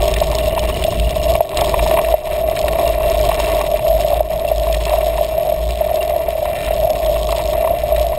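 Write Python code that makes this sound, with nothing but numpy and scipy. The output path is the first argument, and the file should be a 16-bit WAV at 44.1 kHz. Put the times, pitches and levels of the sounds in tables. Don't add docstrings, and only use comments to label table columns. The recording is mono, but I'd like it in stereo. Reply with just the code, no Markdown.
import sys
import numpy as np
from scipy import signal
from scipy.fft import rfft, irfft
from scipy.io import wavfile
from scipy.ndimage import uniform_filter1d, minimum_filter1d

SR = 44100
rng = np.random.default_rng(int(sys.argv[2]) if len(sys.argv) > 2 else 0)


def wav_record(signal):
    frames = np.transpose(np.atleast_2d(signal))
    bounded = np.clip(frames, -1, 1)
    quanta = np.round(bounded * 32767).astype(np.int16)
    wavfile.write(sys.argv[1], SR, quanta)


N = 360738
TIME = np.arange(N) / SR


def from_db(db):
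    return 10 ** (np.asarray(db) / 20)


def rms_one(x):
    return x / np.sqrt(np.mean(x ** 2) + 1e-20)


def evened(x, size):
    power = np.maximum(uniform_filter1d(x ** 2, size), 0)
    return x / np.sqrt(power + 1e-4 * np.mean(x ** 2))


def curve(rows):
    return np.interp(TIME, *np.transpose(rows))


def drift(rate):
    return rms_one(np.interp(TIME * rate, np.arange(20000), rng.standard_normal(20000)))


def impulses(seconds, heights):
    out = np.zeros(N)
    np.add.at(out, np.clip(np.round(np.asarray(seconds) * SR).astype(int), 0, N - 1), heights)
    return out


def grains(per_s, spread_db):
    contacts = (rng.random(N) < per_s / SR) * rng.choice([-1, 1], N)
    return contacts * from_db(spread_db * np.clip(rng.standard_normal(N), -2, 2))


def resonate(x, hz, width_hz):
    r = np.exp(-np.pi * width_hz / SR)
    feedback = [1, -2 * r * np.cos(2 * np.pi * hz / SR), r * r]
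    return signal.lfilter(np.array([1, 0, -1]) * (1 - r * r) / 2, feedback, x + 1e-18)


def body(x, modes):
    return sum((-1) ** k * from_db(db) * resonate(x, hz, width)
               for k, (hz, width, db) in enumerate(modes))


def band(x, low_hz, high_hz, order):
    sos = signal.butter(order, [low_hz, high_hz], "band", fs=SR, output="sos")
    return signal.sosfilt(sos, x + 1e-18)


def bursts(events, rise_s, colour):
    s, db = np.transpose(events)
    age = np.arange(4000) / SR / rise_s
    swell = signal.oaconvolve(impulses(s, from_db(db)), (age * np.exp(1 - age)) ** 2)[:N]
    return swell * evened(colour(rng.standard_normal(N)), size=int(3 * rise_s * SR) + 1)


# (time [s], level [dB])
SWING_LEVEL = [(0.0, -21), (0.75, -27.5), (1.0, -19.5), (1.45, -27.5), (1.9, -20.5), (2.0, -33),
               (2.14, -23), (2.29, -32.5), (3.24, -22.5), (3.79, -31), (3.99, -22), (4.34, -26.5),
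               (4.74, -21), (5.54, -33), (5.69, -16.5), (5.84, -34.5), (6.48, -32.6), (6.58, -29.5),
               (7.53, -24), (7.68, -37), (7.98, -21), (8.18, -32)]
# (time [s], frequency [Hz])
SWING_PITCH = [(0.0, 53.03), (0.8, 57.42), (0.89, 51.56), (1.41, 60), (1.57, 52.94), (2.41, 54),
               (2.57, 59.9), (2.96, 53.56), (3.89, 50), (4.12, 54.5), (5.49, 53.76), (5.92, 60.56),
               (6.58, 51.6), (8.18, 57.2)]
def mount_wobble():
    swing_db = curve(SWING_LEVEL)
    phase = 2 * np.pi * np.cumsum(curve(SWING_PITCH) + 0.5 * drift(rate=19)) / SR
    jolts = evened(1 + 0.51 * np.minimum(drift(rate=17), 0.7), size=13000)
    lopsided = np.sin(phase) + from_db(-22.5) * np.sin(2 * phase) + from_db(-25) * np.sin(3 * phase)
    swing = np.sqrt(2) * from_db(swing_db + 2.5) * jolts * lopsided
    return swing, phase, swing_db - swing_db.mean()


# (frequency [Hz], relative spectral density [dB])
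RUMBLE_SPECTRUM = [(18, 20), (30, 7), (42, 6), (70, 8.5), (95, 0), (116, 4), (142, -0.5), (172, 0.5),
                   (210, -7), (270, -8), (450, -5.5), (1500, -89)]
# (time [s], level [dB])
RUMBLE_LEVEL = [(0.0, -31), (1.95, -29.5), (2.09, -36), (3.29, -32), (3.69, -36), (6.38, -39),
                (6.58, -35.5), (8.18, -36)]
def tyre_rumble():
    hz, db = np.transpose(RUMBLE_SPECTRUM)
    bin_hz = np.arange(N // 2 + 1) * SR / N
    colour = from_db(np.interp(np.log(bin_hz + 1), np.log(hz), db))
    noise = irfft(rfft(rng.standard_normal(N)) * colour, N)
    return from_db(curve(RUMBLE_LEVEL) + 6) * evened(band(noise, 28.7, 1400, order=2), size=11000)


# (time [s], level [dB])
GROUND_ROUGHNESS = [(0.0, -28.5), (1.1, -42), (1.55, -24.5), (1.9, -33.5), (2.0, -28.5), (2.24, -38.5),
                    (2.79, -32), (2.94, -34), (3.59, -29), (3.74, -38.5), (4.59, -39.5), (4.74, -35.5),
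                    (5.89, -44), (6.09, -36.5), (6.28, -39.5), (6.43, -43), (7.63, -37.5), (8.18, -41.5)]
def roughness():
    ground_db = curve(GROUND_ROUGHNESS)
    return ground_db - ground_db.mean() + 3 * np.clip(drift(rate=60), -2, 2)


# (frequency [Hz], bandwidth [Hz])
CASE_MODES = [(606, 38.4), (668, 47.6)]
def case(x, damping):
    for hz, width in CASE_MODES:
        x = resonate(x, hz, width * damping)
    return x


# (frequency [Hz], bandwidth [Hz], gain [dB])
FRAME_MODES = [(308.6, 35.6, 4), (392, 29.7, 6.5), (452, 120, -1.5), (687.4, 26.4, 5), (945, 91, -2.5),
               (1021, 41, -1), (1110, 68, 2.5)]
def frame(x):
    return band(body(x, FRAME_MODES), 345.6, 1054, order=5)


# (time [s], level [dB])
RING_LEVEL = [(0.0, -19.5), (1.15, -22), (1.4, -14.5), (1.5, -18), (1.95, -16), (2.29, -18), (2.59, -17.5),
              (5.34, -18.5), (5.49, -17), (5.69, -22.8), (5.84, -17.5), (8.18, -17.5)]
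def trail_bumps(rough_db):
    hollow = evened(case(grains(per_s=420, spread_db=2), damping=1), size=1800)
    hollow *= from_db(curve(RING_LEVEL) + 2.2 * drift(rate=14) + 0.15 * rough_db - 0.7)
    bumps = grains(per_s=600, spread_db=4.5) * from_db(1.2 * np.tanh(drift(rate=45)))
    clatter = from_db(-31 + 0.74 * rough_db) * evened(frame(bumps), size=4400)
    return tyre_contact() * (hollow + clatter)


# (frequency [Hz], bandwidth [Hz], gain [dB])
PLASTIC_MODES = [(2450, 800, -6), (3320, 840, 0.5), (3910, 770, -0.5), (5350, 180, -2)]
def plastic(x):
    return band(body(x, PLASTIC_MODES), 750, 7500, order=2)


# (time [s], level [dB])
PLASTIC_SNAPS = [(0.079, -19.5), (0.138, -15), (0.201, -18.5), (0.592, -17), (0.838, -15.5), (0.997, -21),
                 (1.362, -21), (1.57, -10), (1.608, -14), (1.645, -18.5), (2.589, -18.5), (2.875, -22),
                 (3.398, -20.5), (4.169, -31), (4.725, -19), (4.745, -20), (4.852, -18), (5.956, -23),
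                 (6.902, -23), (7.06, -22), (7.319, -21.5)]
def rattle(phase, swing_db, rough_db, jitter_s=0.0014, spread_db=8, lead_db=5.5):
    turns = TIME[1:][np.diff(np.floor(phase / np.pi)) > 0]
    timing, force = rng.standard_normal((1200, 2))[:len(turns)].T
    force_db = spread_db * np.tanh(force) + lead_db * (np.arange(len(turns)) % 2)
    hits = bursts(np.column_stack([turns + jitter_s * timing, force_db]), rise_s=0.0012, colour=plastic)
    flurries = grains(per_s=1100, spread_db=5.5) * from_db(8.6 * np.tanh(drift(rate=60)))
    shuffle = from_db(-2.5) * rms_one(plastic(flurries))
    level_db = -35.5 + 0.25 * rough_db + 0.55 * swing_db + 2.1 * drift(rate=16)
    snaps = bursts(PLASTIC_SNAPS, rise_s=0.0021, colour=plastic)
    return from_db(level_db) * evened(hits + shuffle, size=4000) + snaps


# (frequency [Hz], bandwidth [Hz], gain [dB])
GRIT_MODES = [(1297, 148, -2.5), (1803, 77, 2.5), (2014, 124, 1.5), (2370, 105, 8), (2446, 286, 1),
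              (2740, 83, 6.5), (3113, 114, -3.5), (3820, 250, -3.5)]
def dirt(x):
    return band(body(x, GRIT_MODES), 1220, 4500, order=3)


# (time [s], level [dB])
GRIT_CRUNCHES = [(0.16, -25), (1.567, -27), (1.585, -22.5), (1.612, -34), (1.79, -21.5), (1.906, -25.5),
                 (1.985, -24), (2.043, -23), (2.564, -24), (2.678, -22), (3.442, -25.5), (3.607, -35),
                 (4.739, -28), (6.025, -37), (7.959, -28)]
def grit(rough_db, scuff_at_s=6.62, scuff_half_s=0.085):
    clumps = from_db(4.6 * np.tanh(drift(rate=90)))
    crunch = evened(dirt(grains(per_s=2500, spread_db=10) * clumps), size=3000)
    scuff_db = 9 * np.exp(-((TIME - scuff_at_s) / scuff_half_s) ** 2)
    level_db = -37 + 0.55 * rough_db + scuff_db + 2 * drift(rate=18)
    patches = bursts(GRIT_CRUNCHES, rise_s=0.0049, colour=dirt)
    return from_db(level_db) * crunch + from_db(2.5) * patches


def small_stones(rough_db, per_s=5):
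    chance = rng.random((200, 3))
    arrivals = np.cumsum(0.3 + 1.4 * chance[:, :2], axis=0) / per_s
    knock_s, clack_s = (s[s < TIME[-1]] for s in arrivals.T)
    clack_db = -21 + 0.5 * np.interp(clack_s, TIME, rough_db) - 3 * chance[:len(clack_s), 2]
    return knock_s, np.column_stack([clack_s, clack_db])


# (time [s], level [dB])
BIG_BUMPS = [(0.026, -6), (0.214, -2.5), (0.848, -6.5), (0.88, -6), (1.353, -3), (1.406, 9), (1.74, -5.5),
             (2.14, 6), (2.485, -6), (2.64, -5.5), (2.827, -6.5), (3.688, -10.5), (3.739, -4),
             (4.046, -7.5), (4.097, -14), (4.205, 1), (4.447, -8.5), (4.514, -2), (4.698, -7), (4.937, -5),
             (5.064, -7), (5.209, -4), (5.38, -9), (5.519, -9), (5.808, -6), (5.912, -6.5), (6.003, -10),
             (6.159, -11), (6.283, -4.5), (6.706, -1), (6.907, -5), (7.679, -9.5), (7.704, -6.5),
             (7.834, -6.0), (8.007, -7.5)]
def case_knocks(stone_s):
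    s, db = np.transpose(BIG_BUMPS)
    blows = impulses(s - 0.001, from_db(db - 0.3)) + impulses(stone_s, from_db(-11))
    ring = band(case(signal.unit_impulse(6000), damping=1.7), 470, 860, order=2)
    return signal.oaconvolve(blows, ring / np.abs(ring).max())[:N]


def tyre_contact(skip_share=0.26, skip_s=0.0063):
    bump_s = np.transpose(BIG_BUMPS)[0]
    nearest_s = np.abs(TIME[::20, None] - bump_s).min(axis=1)
    return 1 - skip_share * np.exp(-(np.interp(TIME, TIME[::20], nearest_s) / skip_s) ** 2)


def hard_contact(x):
    return rms_one(band(frame(x), 667, 1085, order=2)) + from_db(-11) * rms_one(dirt(x))


# (time [s], level [dB])
FRAME_BLOWS = [(0.22, -18), (0.575, -16), (1.351, -13.5), (1.403, -12), (1.615, -12), (1.739, -10),
               (1.79, -14), (1.86, -13.5), (1.908, -14), (1.966, -14), (1.985, -14), (2.786, -17),
               (3.312, -13), (3.609, -14.5), (4.877, -25), (4.903, -18), (4.93, -17), (5.178, -15.5),
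               (6.453, -17.5), (6.482, -22), (7.289, -17.5), (7.323, -17), (7.533, -17.5), (7.641, -18),
               (7.672, -18.5)]
def frame_clacks(stone_blows):
    blows = np.vstack([FRAME_BLOWS, stone_blows])
    return from_db(0.45) * bursts(blows, rise_s=0.0041, colour=hard_contact)


def metal_tones(events, rise_s, sag_hz):
    out = np.zeros(N)
    age = np.arange(3000) / SR / rise_s
    swell = (age * np.exp(1 - age)) ** 2
    for s, db, hz in events:
        pitch = hz + sag_hz * (1 - np.minimum(age, 3))
        tone = from_db(db) * swell * np.sin(2 * np.pi * np.cumsum(pitch) / SR)
        start = max(int(s * SR), 0)
        out[start:start + len(age)] += tone[:N - start]
    return out


def freewheel(coast_s=(0.362, 1.29), ticks_per_s=(42.6, 38.2), level_db=-26.5, ring_hz=2830):
    rate = np.interp(TIME, coast_s, ticks_per_s, left=0, right=0)
    tick_s = TIME[1:][np.diff(np.ceil(np.cumsum(rate) / SR)) > 0]
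    ticks = np.array([(s, level_db, ring_hz) for s in tick_s])
    scatter = rng.standard_normal(ticks.shape) * [0.001, 2, 70]
    return metal_tones(ticks + scatter, rise_s=0.0036, sag_hz=45)


# (time [s], level [dB], frequency [Hz])
METAL_TOUCHES = [(1.5671, -10.5, 2730), (2.8569, -13, 2800), (2.8766, -13, 2790), (4.4752, -13.5, 2720),
                 (6.005, -10.5, 2777)]
def metal_chirps():
    return from_db(-10.5) * metal_tones(METAL_TOUCHES, rise_s=0.0062, sag_hz=22)


def scene():
    rough_db = roughness()
    swing, phase, swing_db = mount_wobble()
    rolling = swing + tyre_rumble() + trail_bumps(rough_db)
    stone_s, stone_blows = small_stones(rough_db)
    impacts = case_knocks(stone_s) + frame_clacks(stone_blows)
    metal = freewheel() + metal_chirps()
    mix = rolling + impacts + metal + rattle(phase, swing_db, rough_db) + grit(rough_db)
    return np.tile(mix, (2, 1))


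def limiter(x, limit_db=-3, attack_s=0.00094, hold_s=0.066, release_db_per_s=103):
    over_db = np.maximum(20 * np.log10(np.abs(x).max(axis=0) + 1e-9) - limit_db, 0)
    half_hold = int(hold_s * SR) // 2
    held_db = -minimum_filter1d(-over_db, 2 * half_hold + 1, origin=half_hold, mode="constant")
    release_db = release_db_per_s * TIME
    duck_db = np.maximum.accumulate(held_db + release_db) - release_db
    pole = np.exp(-1 / (attack_s * SR))
    return x * from_db(-signal.lfilter([1 - pole], [1, -pole], duck_db))


def sample_and_hold(x, sampling_hz=12000):
    band_limited = signal.sosfilt(signal.butter(10, 5850, fs=SR, output="sos"), x)
    mirrored = band_limited * (1 + 2 * np.cos(2 * np.pi * sampling_hz * TIME))
    hz = np.arange(N // 2 + 1) * SR / N
    hold_droop = np.sinc(hz / sampling_hz) / np.sinc(hz / (4 * sampling_hz))
    return irfft(rfft(mirrored) * hold_droop, N)


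def record(dry):
    clipped = np.clip(sample_and_hold(limiter(dry)), -1, 1)
    return signal.sosfilt(signal.ellip(10, 0.1, 80, 15600, fs=SR, output="sos"), clipped)


dry = scene()
out = record(dry)
wav_record(out)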